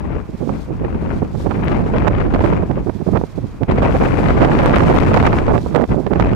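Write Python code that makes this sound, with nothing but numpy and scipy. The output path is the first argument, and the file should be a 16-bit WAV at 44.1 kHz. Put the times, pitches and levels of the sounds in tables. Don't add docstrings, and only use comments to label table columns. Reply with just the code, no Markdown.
import sys
import numpy as np
from scipy import signal
from scipy.fft import rfft, irfft, next_fast_len
from scipy.io import wavfile

SR = 44100
rng = np.random.default_rng(int(sys.argv[2]) if len(sys.argv) > 2 else 0)


def pcm_store(signal):
    levels = np.round(np.clip(np.atleast_2d(signal), -1, 1) * 32767)
    wavfile.write(sys.argv[1], SR, levels.astype(np.int16).T)


N = 280035
T = np.arange(N) / SR

# (frequency [Hz], relative density [dB])
PLAIN_SPECTRUM = [(20, -14), (90, -5.5), (300, -10), (600, -10), (1000, -11), (1700, -20), (2500, -21),
                  (3500, -39), (8000, -49)]
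HISS_SPECTRUM = [(800, -41), (2000, -18), (3200, 10.5), (4500, 9.5), (6500, 5), (8000, 1.5), (10000, -1.5),
                 (14000, -6.5), (16000, -22)]
# (frequency [Hz], left minus right [dB])
HISS_BALANCE = [(2000, -12.5), (4400, -6), (8000, -7.5), (13000, 1.5)]
# (time [s], level [dB], half width [s])
HISS_SWELLS = [(0.5, -53.5, 0.13), (1.14, -58, 0.11), (1.4, -51, 0.05), (1.67, -56.5, 0.32),
               (2.45, -53, 0.065), (3.2, -56, 0.29), (4.08, -50.5, 0.2), (4.95, -49.5, 0.42),
               (5.62, -50.5, 0.08), (5.9, -57, 0.19), (6.251, -63, 0.1)]
# (time [s], level [dB])
LEFT_FLOW = [(0.0, -27.5), (0.15, -23), (0.34, -38.5), (0.53, -22.5), (0.66, -32.5), (0.86, -24),
             (1.15, -24), (1.37, -32.5), (1.43, -26), (1.52, -29.5), (1.68, -18.5), (1.85, -19.5),
             (2.56, -20.5), (2.72, -29.5), (2.8, -24.5), (2.94, -44.5), (3.16, -27.5), (3.26, -34.5),
             (3.67, -35), (3.688, -19), (4.97, -16.5), (5.55, -21), (5.59, -30.5), (5.87, -29), (5.92, -18),
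             (5.99, -40), (6.25, -17.5), (6.34, -22.5)]
RIGHT_FLOW = [(0.0, -26.5), (0.17, -28.5), (0.25, -32.5), (0.48, -20.5), (0.65, -34), (0.68, -27.5),
              (1.25, -21), (1.31, -31), (1.35, -19), (2.53, -16.5), (2.97, -23.5), (3.17, -16), (3.32, -33),
              (3.38, -22), (3.58, -38.5), (3.62, -17), (4.2, -19.5), (4.23, -13.5), (5.28, -14),
              (5.71, -19), (5.8, -16), (6.1, -20.5), (6.22, -12), (6.34, -16)]
# (time [s], depth [dB], half width [s], port [0 left, 1 right])
LULLS = [(0.256, 11, 0.018, 0), (0.373, 9, 0.017, 1), (0.462, 13, 0.016, 0), (1.852, 4.5, 0.081, 0),
         (2.08, 7.5, 0.026, 0), (2.29, 3.5, 0.025, 0), (2.325, 5, 0.008, 1), (2.435, 4, 0.016, 0),
         (2.673, 11, 0.012, 1), (2.84, 8, 0.023, 1), (2.925, 5, 0.012, 1), (3.055, 15, 0.018, 1),
         (3.294, 4, 0.038, 1), (3.3, 9, 0.041, 0), (3.67, 33, 0.013, 1), (3.75, 2.5, 0.016, 0),
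         (4.47, 1.5, 0.011, 0), (5.46, 6, 0.027, 1), (5.623, 5.5, 0.019, 1), (5.872, 34, 0.013, 1),
         (5.865, 7, 0.015, 0), (6.04, 0, 0.01, 1), (6.094, 0.5, 0.009, 1)]
# (frequency [Hz], relative density [dB])
LEFT_SPECTRUM = [(20, -10.5), (45, 7.5), (85, 4), (170, 4), (300, -1), (550, -8.5), (1000, -14),
                 (1800, -24.5), (2500, -27), (3500, -43), (5500, -53.5), (9000, -63), (15000, -88)]
RIGHT_SPECTRUM = [(20, -5), (45, -6), (90, 6), (200, 2), (400, -5.5), (650, -13), (1000, -18),
                  (1800, -29.5), (2600, -35.5), (4000, -45), (8000, -55), (15000, -88)]
# (time [s], level [dB], half length [s])
SPITS = [(0.008, -27, 0.008), (0.124, -32, 0.02), (0.165, -28.5, 0.006), (0.848, -25, 0.0052),
         (1.112, -27, 0.0062), (1.553, -25, 0.021), (1.637, -21, 0.006), (1.676, -18, 0.0093),
         (1.871, -29, 0.0071), (1.967, -18, 0.01), (1.996, -20, 0.004), (2.023, -17, 0.004),
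         (2.05, -25, 0.005), (2.151, -20, 0.0056), (2.184, -22, 0.006), (2.214, -18.5, 0.0081),
         (2.346, -19, 0.008), (2.404, -15, 0.007), (2.476, -19, 0.0073), (2.758, -29, 0.0033),
         (3.693, -23, 0.012), (3.78, -19, 0.008), (3.925, -20, 0.006), (4.058, -14, 0.01),
         (4.261, -15, 0.0081), (4.292, -20, 0.0053), (4.517, -14, 0.006), (4.585, -15, 0.0042),
         (4.743, -9.5, 0.014), (4.827, -22, 0.0042), (4.929, -18, 0.0095), (5.204, -13, 0.0083),
         (5.255, -8.5, 0.0076), (5.484, -21, 0.0055), (5.544, -23, 0.0067), (5.919, -25, 0.011),
         (6.226, -13, 0.0041)]
# (time [s], relative level [dB], half length [s], nominal corner [Hz])
BUFFETS = [(0.165, -21, 0.01, 370), (0.296, -20, 0.0081, 390), (0.339, -23, 0.02, 344),
           (0.424, -16.5, 0.021, 384), (0.472, -17, 0.026, 314), (0.496, -10, 0.0061, 615),
           (0.71, -18.5, 0.031, 400), (0.822, -18, 0.015, 430), (0.85, -15.5, 0.014, 573),
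           (0.955, -15, 0.0087, 353), (1.028, -21.5, 0.01, 480), (1.175, -23, 0.016, 360),
           (1.226, -6.5, 0.0074, 463), (1.353, -15.5, 0.0078, 497), (1.469, -11.5, 0.0097, 685),
           (1.517, -19, 0.014, 1030), (1.556, -23, 0.0099, 646), (1.68, -36, 0.025, 634),
           (1.8, -16, 0.01, 545), (1.866, -11.5, 0.0056, 646), (1.942, -33, 0.0044, 860),
           (2.058, -16.5, 0.011, 765), (2.078, -8, 0.011, 1200), (2.108, -12.5, 0.014, 560),
           (2.267, -13.5, 0.027, 465), (2.346, -3.5, 0.0099, 680), (2.362, -18, 0.0046, 860),
           (2.393, -14, 0.0021, 816), (2.412, -9, 0.0045, 730), (2.448, -4.5, 0.011, 560),
           (2.53, -7, 0.0046, 590), (2.598, -13, 0.0039, 432), (2.631, -11.5, 0.0068, 510),
           (2.711, -13, 0.016, 550), (2.778, -15, 0.0071, 700), (2.878, -13.5, 0.017, 496),
           (2.9, -12, 0.0068, 420), (2.963, -19.5, 0.012, 290), (3.015, -16, 0.016, 366),
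           (3.083, -9.5, 0.019, 486), (3.14, -16, 0.018, 507), (3.164, -10, 0.018, 820),
           (3.216, -15, 0.0031, 597), (3.24, -19, 0.0048, 447), (3.382, -11.5, 0.0086, 393),
           (3.445, -18.5, 0.022, 305), (3.615, -13.5, 0.0073, 352), (3.632, -10, 0.007, 520),
           (3.698, -13.5, 0.0077, 570), (3.722, -7.5, 0.0015, 760), (3.825, -12, 0.0095, 800),
           (3.848, -17, 0.031, 930), (3.897, -14.5, 0.0084, 676), (3.955, -12.5, 0.018, 620),
           (4.018, -10, 0.012, 776), (4.068, -14.5, 0.014, 740), (4.24, -23, 0.0069, 814),
           (4.297, -11.5, 0.013, 870), (4.42, -1.5, 0.014, 740), (4.449, -10.5, 0.013, 1010),
           (4.487, -13, 0.022, 900), (4.526, -10, 0.011, 740), (4.6, -11, 0.0134, 850),
           (4.655, -12.5, 0.029, 1100), (4.718, -11, 0.037, 680), (4.768, -10, 0.013, 1070),
           (4.808, -8.5, 0.0053, 1280), (4.838, -8, 0.021, 560), (4.905, -8.5, 0.019, 780),
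           (4.952, -13, 0.025, 844), (5.12, -7, 0.008, 680), (5.143, -5, 0.0031, 1000),
           (5.175, -7, 0.0116, 1020), (5.245, -11.5, 0.013, 1110), (5.27, -11, 0.0092, 1360),
           (5.335, -9.5, 0.0091, 940), (5.387, -10, 0.0065, 1230), (5.503, -11.5, 0.027, 800),
           (5.552, -8.5, 0.023, 724), (5.585, -10, 0.0032, 536), (5.667, -13.5, 0.0059, 653),
           (5.762, -8.5, 0.023, 895), (5.79, -13, 0.017, 780), (5.819, -9.5, 0.012, 810),
           (5.839, -10, 0.0061, 700), (5.907, -23, 0.0086, 560), (5.946, -16, 0.0029, 557),
           (5.985, -11.5, 0.03, 430), (6.071, -10, 0.0077, 644), (6.117, -9.5, 0.013, 510),
           (6.134, -5.5, 0.0042, 600), (6.16, -10.5, 0.0075, 623), (6.203, -7, 0.0063, 760),
           (6.262, -12, 0.013, 670)]
# (time [s], peak level [dB], corner [Hz], port [0 left, 1 right])
CRACKS = [(0.296, -21, 596, 1), (0.431, -17, 480, 1), (0.476, -13, 520, 1), (0.494, -1.5, 676, 1),
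          (0.850, -8.5, 750, 1), (1.221, -6, 624, 1), (1.227, -15, 520, 1), (1.353, -10, 480, 1),
          (1.511, -7.5, 1700, 1), (1.519, -9, 1400, 1), (1.683, -5.5, 2400, 0), (1.720, -9, 2000, 0),
          (1.793, -8, 800, 1), (1.864, -15, 1000, 1), (1.941, -14, 1600, 1), (1.984, -8, 2400, 0),
          (2.048, -6, 1000, 1), (2.063, -11, 1400, 1), (2.077, -16, 1900, 1), (2.081, -0.5, 2440, 1),
          (2.341, -5, 1100, 1), (2.348, -14, 1800, 1), (2.361, -4, 1100, 1), (2.394, -13, 1300, 1),
          (2.449, -9, 1400, 1), (2.528, -12, 1200, 1), (2.584, -26, 2400, 0), (2.624, -12, 700, 1),
          (2.714, -12, 1900, 1), (2.899, -5, 900, 1), (3.164, -13, 1100, 1), (3.174, -9, 2000, 1),
          (3.214, -10, 736, 1), (3.238, -4, 550, 1), (3.385, -16, 520, 1), (3.634, -9, 2200, 1),
          (3.823, -0.5, 1000, 1), (3.845, -12, 1500, 1), (3.859, -12, 1400, 1), (3.896, -3, 750, 1),
          (3.951, -4, 800, 1), (4.242, -6, 1700, 1), (4.447, -5, 2100, 1), (4.590, -4, 2400, 0),
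          (4.660, 0.5, 2980, 0), (4.696, -4, 2200, 0), (4.719, -7, 1400, 1), (4.760, -4, 2600, 0),
          (4.764, -1, 1700, 1), (4.772, -3, 2200, 1), (4.785, 1, 2120, 1), (4.805, -10, 1700, 1),
          (5.142, 3, 1900, 1), (5.176, -3, 1900, 1), (5.201, -4, 2000, 1), (5.228, 0, 1400, 1),
          (5.236, -4, 1400, 1), (5.266, 2.5, 2200, 1), (5.270, -2.5, 2800, 1), (5.330, -2, 1600, 1),
          (5.387, -9, 2400, 1), (5.387, -5.5, 2400, 0), (5.750, 0, 2100, 1), (5.762, -4, 2600, 1),
          (5.812, -2, 1200, 1), (5.818, -11, 1500, 1), (5.841, -7.5, 1700, 1), (5.945, -2.5, 570, 1),
          (6.067, -9.5, 2100, 1), (6.076, -18, 1900, 1), (6.109, -7, 800, 1), (6.136, -5, 1900, 1),
          (6.159, -9, 1800, 1), (6.199, 3, 1100, 1), (6.207, -5, 1800, 1), (6.211, -9, 2400, 1)]
# (time [s], level [dB])
GRIT_TICKS = [(1.646, -48), (4.638, -44), (4.66, -45), (4.76, -42), (4.944, -42), (5.011, -51)]
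# (time [s], extra swing [dB], half width [s], port [0 left, 1 right])
SHOVES = [(2.16, 7.5, 0.19, 1), (3.775, 1, 0.043, 1), (5.42, 10.5, 0.064, 1), (6.26, 8, 0.093, 1)]
# (time [s], half width [s])
SLAMS = [(2.402, 0.0026), (4.790, 0.002), (4.979, 0.0022), (4.995, 0.0024), (5.044, 0.0017),
         (5.057, 0.0031), (5.125, 0.0019), (5.223, 0.0021), (5.261, 0.0011), (6.230, 0.002),
         (6.254, 0.0022)]

FULL_GUST_DB = -16.5
# (relative level in a full gust [dB], slope [dB per dB of flow])
LEFT_RUMBLE, LEFT_RASP = (-15.27, 1.074), (-8.27, 1.87)
RIGHT_RUMBLE, RIGHT_RASP = (-16.5, 1.16), (-16.5, 1.66)
SMALL_EDDIES, CRACKLE, SURGE = (-16, 0.91), (-25, 2.8), (-4.5, 1)


def undb(db):
    return 10 ** (np.asarray(db) / 20)


def colour_db(points, hz):
    f, db = np.transpose(points)
    return np.interp(np.log(np.maximum(hz, 1)), np.log(f), db)


def unit(x):
    return x / np.sqrt(np.mean(x ** 2))


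def noise(gain_at, size=N):
    n = next_fast_len(size, True)
    hz = np.maximum(np.arange(n // 2 + 1) * SR / n, 1)
    return unit(irfft(rfft(rng.standard_normal(n)) * gain_at(hz), n)[:size])


def walk(rate_hz):
    return noise(lambda hz: 1 / (1 + (hz / rate_hz) ** 4))


def bell(s, width):
    return np.exp(-((T - s) / width) ** 2)


def at_ports(table):
    out = np.zeros((2, N))
    for s, db, width, port in table:
        out[int(port)] += db * bell(s, width)
    return out


def add(out, s, burst):
    at = int(s * SR) - len(burst) // 2 + np.arange(len(burst))
    inside = (at >= 0) & (at < N)
    out[at[inside]] += burst[inside]


def puff(spectrum, half_s, edge, size):
    t = (np.arange(size) - size // 2) / SR
    swell = np.exp(-2 * np.abs(t / half_s) ** edge)
    burst = noise(spectrum, size) * swell
    return burst * np.sqrt(np.sum(swell ** 2) / np.sum(burst ** 2))


def limited(x, stop, order):
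    return x / (1 + np.abs(x / stop) ** order) ** (1 / order)


def level_db(law, flow_db):
    gust_db, slope = law
    return gust_db + slope * flow_db


def scattered(flow_db, law, spread_db, count):
    times = (np.arange(count) + rng.random(count)) / count * T[-1]
    levels = level_db(law, np.interp(times, T, flow_db)) + spread_db * rng.standard_normal(count)
    return zip(times, levels)


def air_rush(spectrum, flicker_db, coherence, balance=((20, 0), (20000, 0))):
    shared, left, right = (noise(lambda hz: undb(colour_db(spectrum, hz))) for _ in range(3))
    pair = np.sqrt(coherence) * shared + np.sqrt(1 - coherence) * np.array([left, right])
    n = next_fast_len(N, True)
    lean_db = colour_db(balance, np.arange(n // 2 + 1) * SR / n) / 2
    panned = irfft(rfft(pair, n) * undb([lean_db, -lean_db]), n)[:, :N]
    return panned * undb(flicker_db * walk(22))


def fabric_hiss(rest_db):
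    power = undb(rest_db) ** 2 + sum(undb(db) ** 2 * bell(s, width) for s, db, width in HISS_SWELLS)
    hiss = air_rush(HISS_SPECTRUM, flicker_db=1.9, coherence=0.23, balance=HISS_BALANCE)
    grain = undb(2 * walk(900))
    return hiss * np.sqrt(power) * grain


def airflow():
    flows = np.array([np.interp(T, *np.transpose(table)) for table in (LEFT_FLOW, RIGHT_FLOW)])
    return flows - FULL_GUST_DB - at_ports(LULLS)


def turbulence(rumble_db, rasp_db, spectrum, flutter_db, grain_db, own_db, rasp_grain_db):
    flutter, grain, rasp_grain = walk(24), walk(147), walk(340)
    out = np.zeros(N)
    for centre_hz in 20 * 2 ** np.arange(10):
        def band(hz):
            octaves = np.clip(np.log2(hz / centre_hz), -1, 1)
            return np.cos(np.pi / 2 * octaves) * undb(colour_db(spectrum, hz))

        band_gain = np.sqrt(np.sum(band(np.arange(1, SR // 2)) ** 2) / 270)
        smallness = np.clip(np.log(centre_hz / 200) / np.log(1300 / 200), 0, 1.15)
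        depth = np.clip(centre_hz / 450, 0, 1)
        flicker_db = flutter_db * flutter + grain_db * grain + own_db * walk(50)
        packets = unit(undb(depth * flicker_db + smallness ** 2 * rasp_grain_db * rasp_grain))
        envelope = undb((1 - smallness) * rumble_db + smallness * rasp_db)
        out += band_gain * noise(band) * packets * envelope
    return out


def spits(low_hz, high_hz):
    spectrum = lambda hz: hz / np.hypot(hz, low_hz) ** 2 / np.hypot(1, (hz / high_hz) ** 4)
    out = np.zeros(N)
    for s, db, half_s in SPITS:
        add(out, s, undb(db) * puff(spectrum, half_s, edge=1.66, size=2048))
    return out


def hump(corner_hz, damping=1.0, low_share=0.28, knee=0.65, dull_above=3.6):
    def spectrum(hz):
        r = hz / corner_hz
        bass_cut = r ** 2 / np.hypot(r ** 2, low_share ** 2)
        resonance = 1 / np.hypot(1 - r ** 2, damping * r)
        treble_cut = 1 / np.hypot(1, r / knee) / np.hypot(1, (r / dull_above) ** 2)
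        return bass_cut * resonance * treble_cut
    return spectrum


def buffets(flow_db, small_hz, small_half_s, doubling_db):
    small = [(s, db, small_half_s, small_hz * 2 ** ((db - SMALL_EDDIES[0]) / doubling_db))
             for s, db in scattered(flow_db, SMALL_EDDIES, spread_db=2.5, count=60)]
    out = np.zeros(N)
    for s, db, half_s, corner_hz in list(BUFFETS) + small:
        body = puff(hump(0.9 * corner_hz), half_s, edge=8.2, size=8192)
        core = puff(hump(1.49 * corner_hz), 0.45 * half_s, edge=0.76, size=8192)
        add(out, s, undb(db) * body)
        add(out, s - 0.1208 * half_s, undb(db - 5) * core)
    grain = unit(undb(3 * walk(262)))
    return out * grain


def pop(corner_hz, low_share=0.28, fall=3.6, size=1024):
    r = np.arange(size // 2 + 1) * SR / size / corner_hz
    magnitude = r / np.hypot(r, low_share) / (1 + r ** fall)
    phase = np.exp(2j * np.pi * rng.random())
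    pulse = np.roll(irfft(magnitude * phase, size), size // 2)
    return pulse / np.abs(pulse).max()


def cracks(flow_db, crackle_hz):
    crackle = [(s, db, crackle_hz, 0) for s, db in scattered(flow_db, CRACKLE, spread_db=5, count=450)]
    out = np.zeros((2, N))
    for s, db, corner_hz, port in list(CRACKS) + crackle:
        add(out[int(port)], s, undb(db) * pop(corner_hz))
    return out


def grit(half_s, tick_hz):
    spectrum = lambda hz: 1 / (1 + 4 * np.log2(hz / tick_hz) ** 2)
    out = np.zeros(N)
    for s, db in GRIT_TICKS:
        add(out, s, undb(db) * puff(spectrum, half_s, edge=2, size=512))
    return out


def pressure_surges(centre_hz, slam_db):
    spectrum = lambda hz: (hz / centre_hz) / (1 + (hz / centre_hz) ** 5)
    shared, left, right = (noise(spectrum) for _ in range(3))
    swings = (shared + np.array([left, right])) / np.sqrt(2)
    left_flow, _ = airflow()
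    strength = undb(level_db(SURGE, left_flow) + at_ports(SHOVES))
    slams = undb(slam_db) * sum(bell(s, width) for s, width in SLAMS)
    return swings * strength + slams


def capsule(sound, surge, stop, vent_hz, vented_share):
    leak, drain = np.exp(-2 * np.pi * np.array([22, vent_hz]) / SR)
    pressure = signal.lfilter([1, -drain], [1, -leak], sound)
    travel = limited(pressure + surge, stop, order=20) - vented_share * limited(surge, stop, order=8)
    return signal.lfilter([1, -1], [1, -drain], travel)


def scene():
    plain = undb(-43.5) * air_rush(PLAIN_SPECTRUM, flicker_db=1, coherence=0.5)
    outside = plain + fabric_hiss(rest_db=-64)
    left_flow, right_flow = airflow()
    left = turbulence(level_db(LEFT_RUMBLE, left_flow), level_db(LEFT_RASP, left_flow), LEFT_SPECTRUM,
                      flutter_db=2, grain_db=2.5, own_db=0.5, rasp_grain_db=2.5)
    right_rasp_db = level_db(RIGHT_RASP, right_flow) + 0.41 * left_flow
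    right = turbulence(level_db(RIGHT_RUMBLE, right_flow), right_rasp_db, RIGHT_SPECTRUM,
                       flutter_db=2.5, grain_db=2.5, own_db=1, rasp_grain_db=4.5)
    mean_flow = (left_flow + right_flow) / 2
    thumps = undb(0.83) * buffets(mean_flow, small_hz=455, small_half_s=0.018, doubling_db=25)
    right += thumps
    left += undb(-32.5) * thumps
    left += spits(low_hz=600, high_hz=2420)
    surge = pressure_surges(centre_hz=54, slam_db=8)
    ports = np.array([capsule(left + outside[0], surge[0], stop=0.94, vent_hz=113, vented_share=0.52),
                      capsule(right + outside[1], surge[1], stop=1.094, vent_hz=171, vented_share=0.36)])
    return ports + cracks(left_flow, crackle_hz=2400) + grit(half_s=0.0013, tick_hz=10500)


def record(dry):
    saturated = limited(dry, 0.93, order=24)
    low_pass = signal.ellip(8, 0.2, 70, 15600, fs=SR, output="sos")
    return signal.sosfilt(low_pass, saturated)


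dry = scene()
out = record(dry)
pcm_store(out)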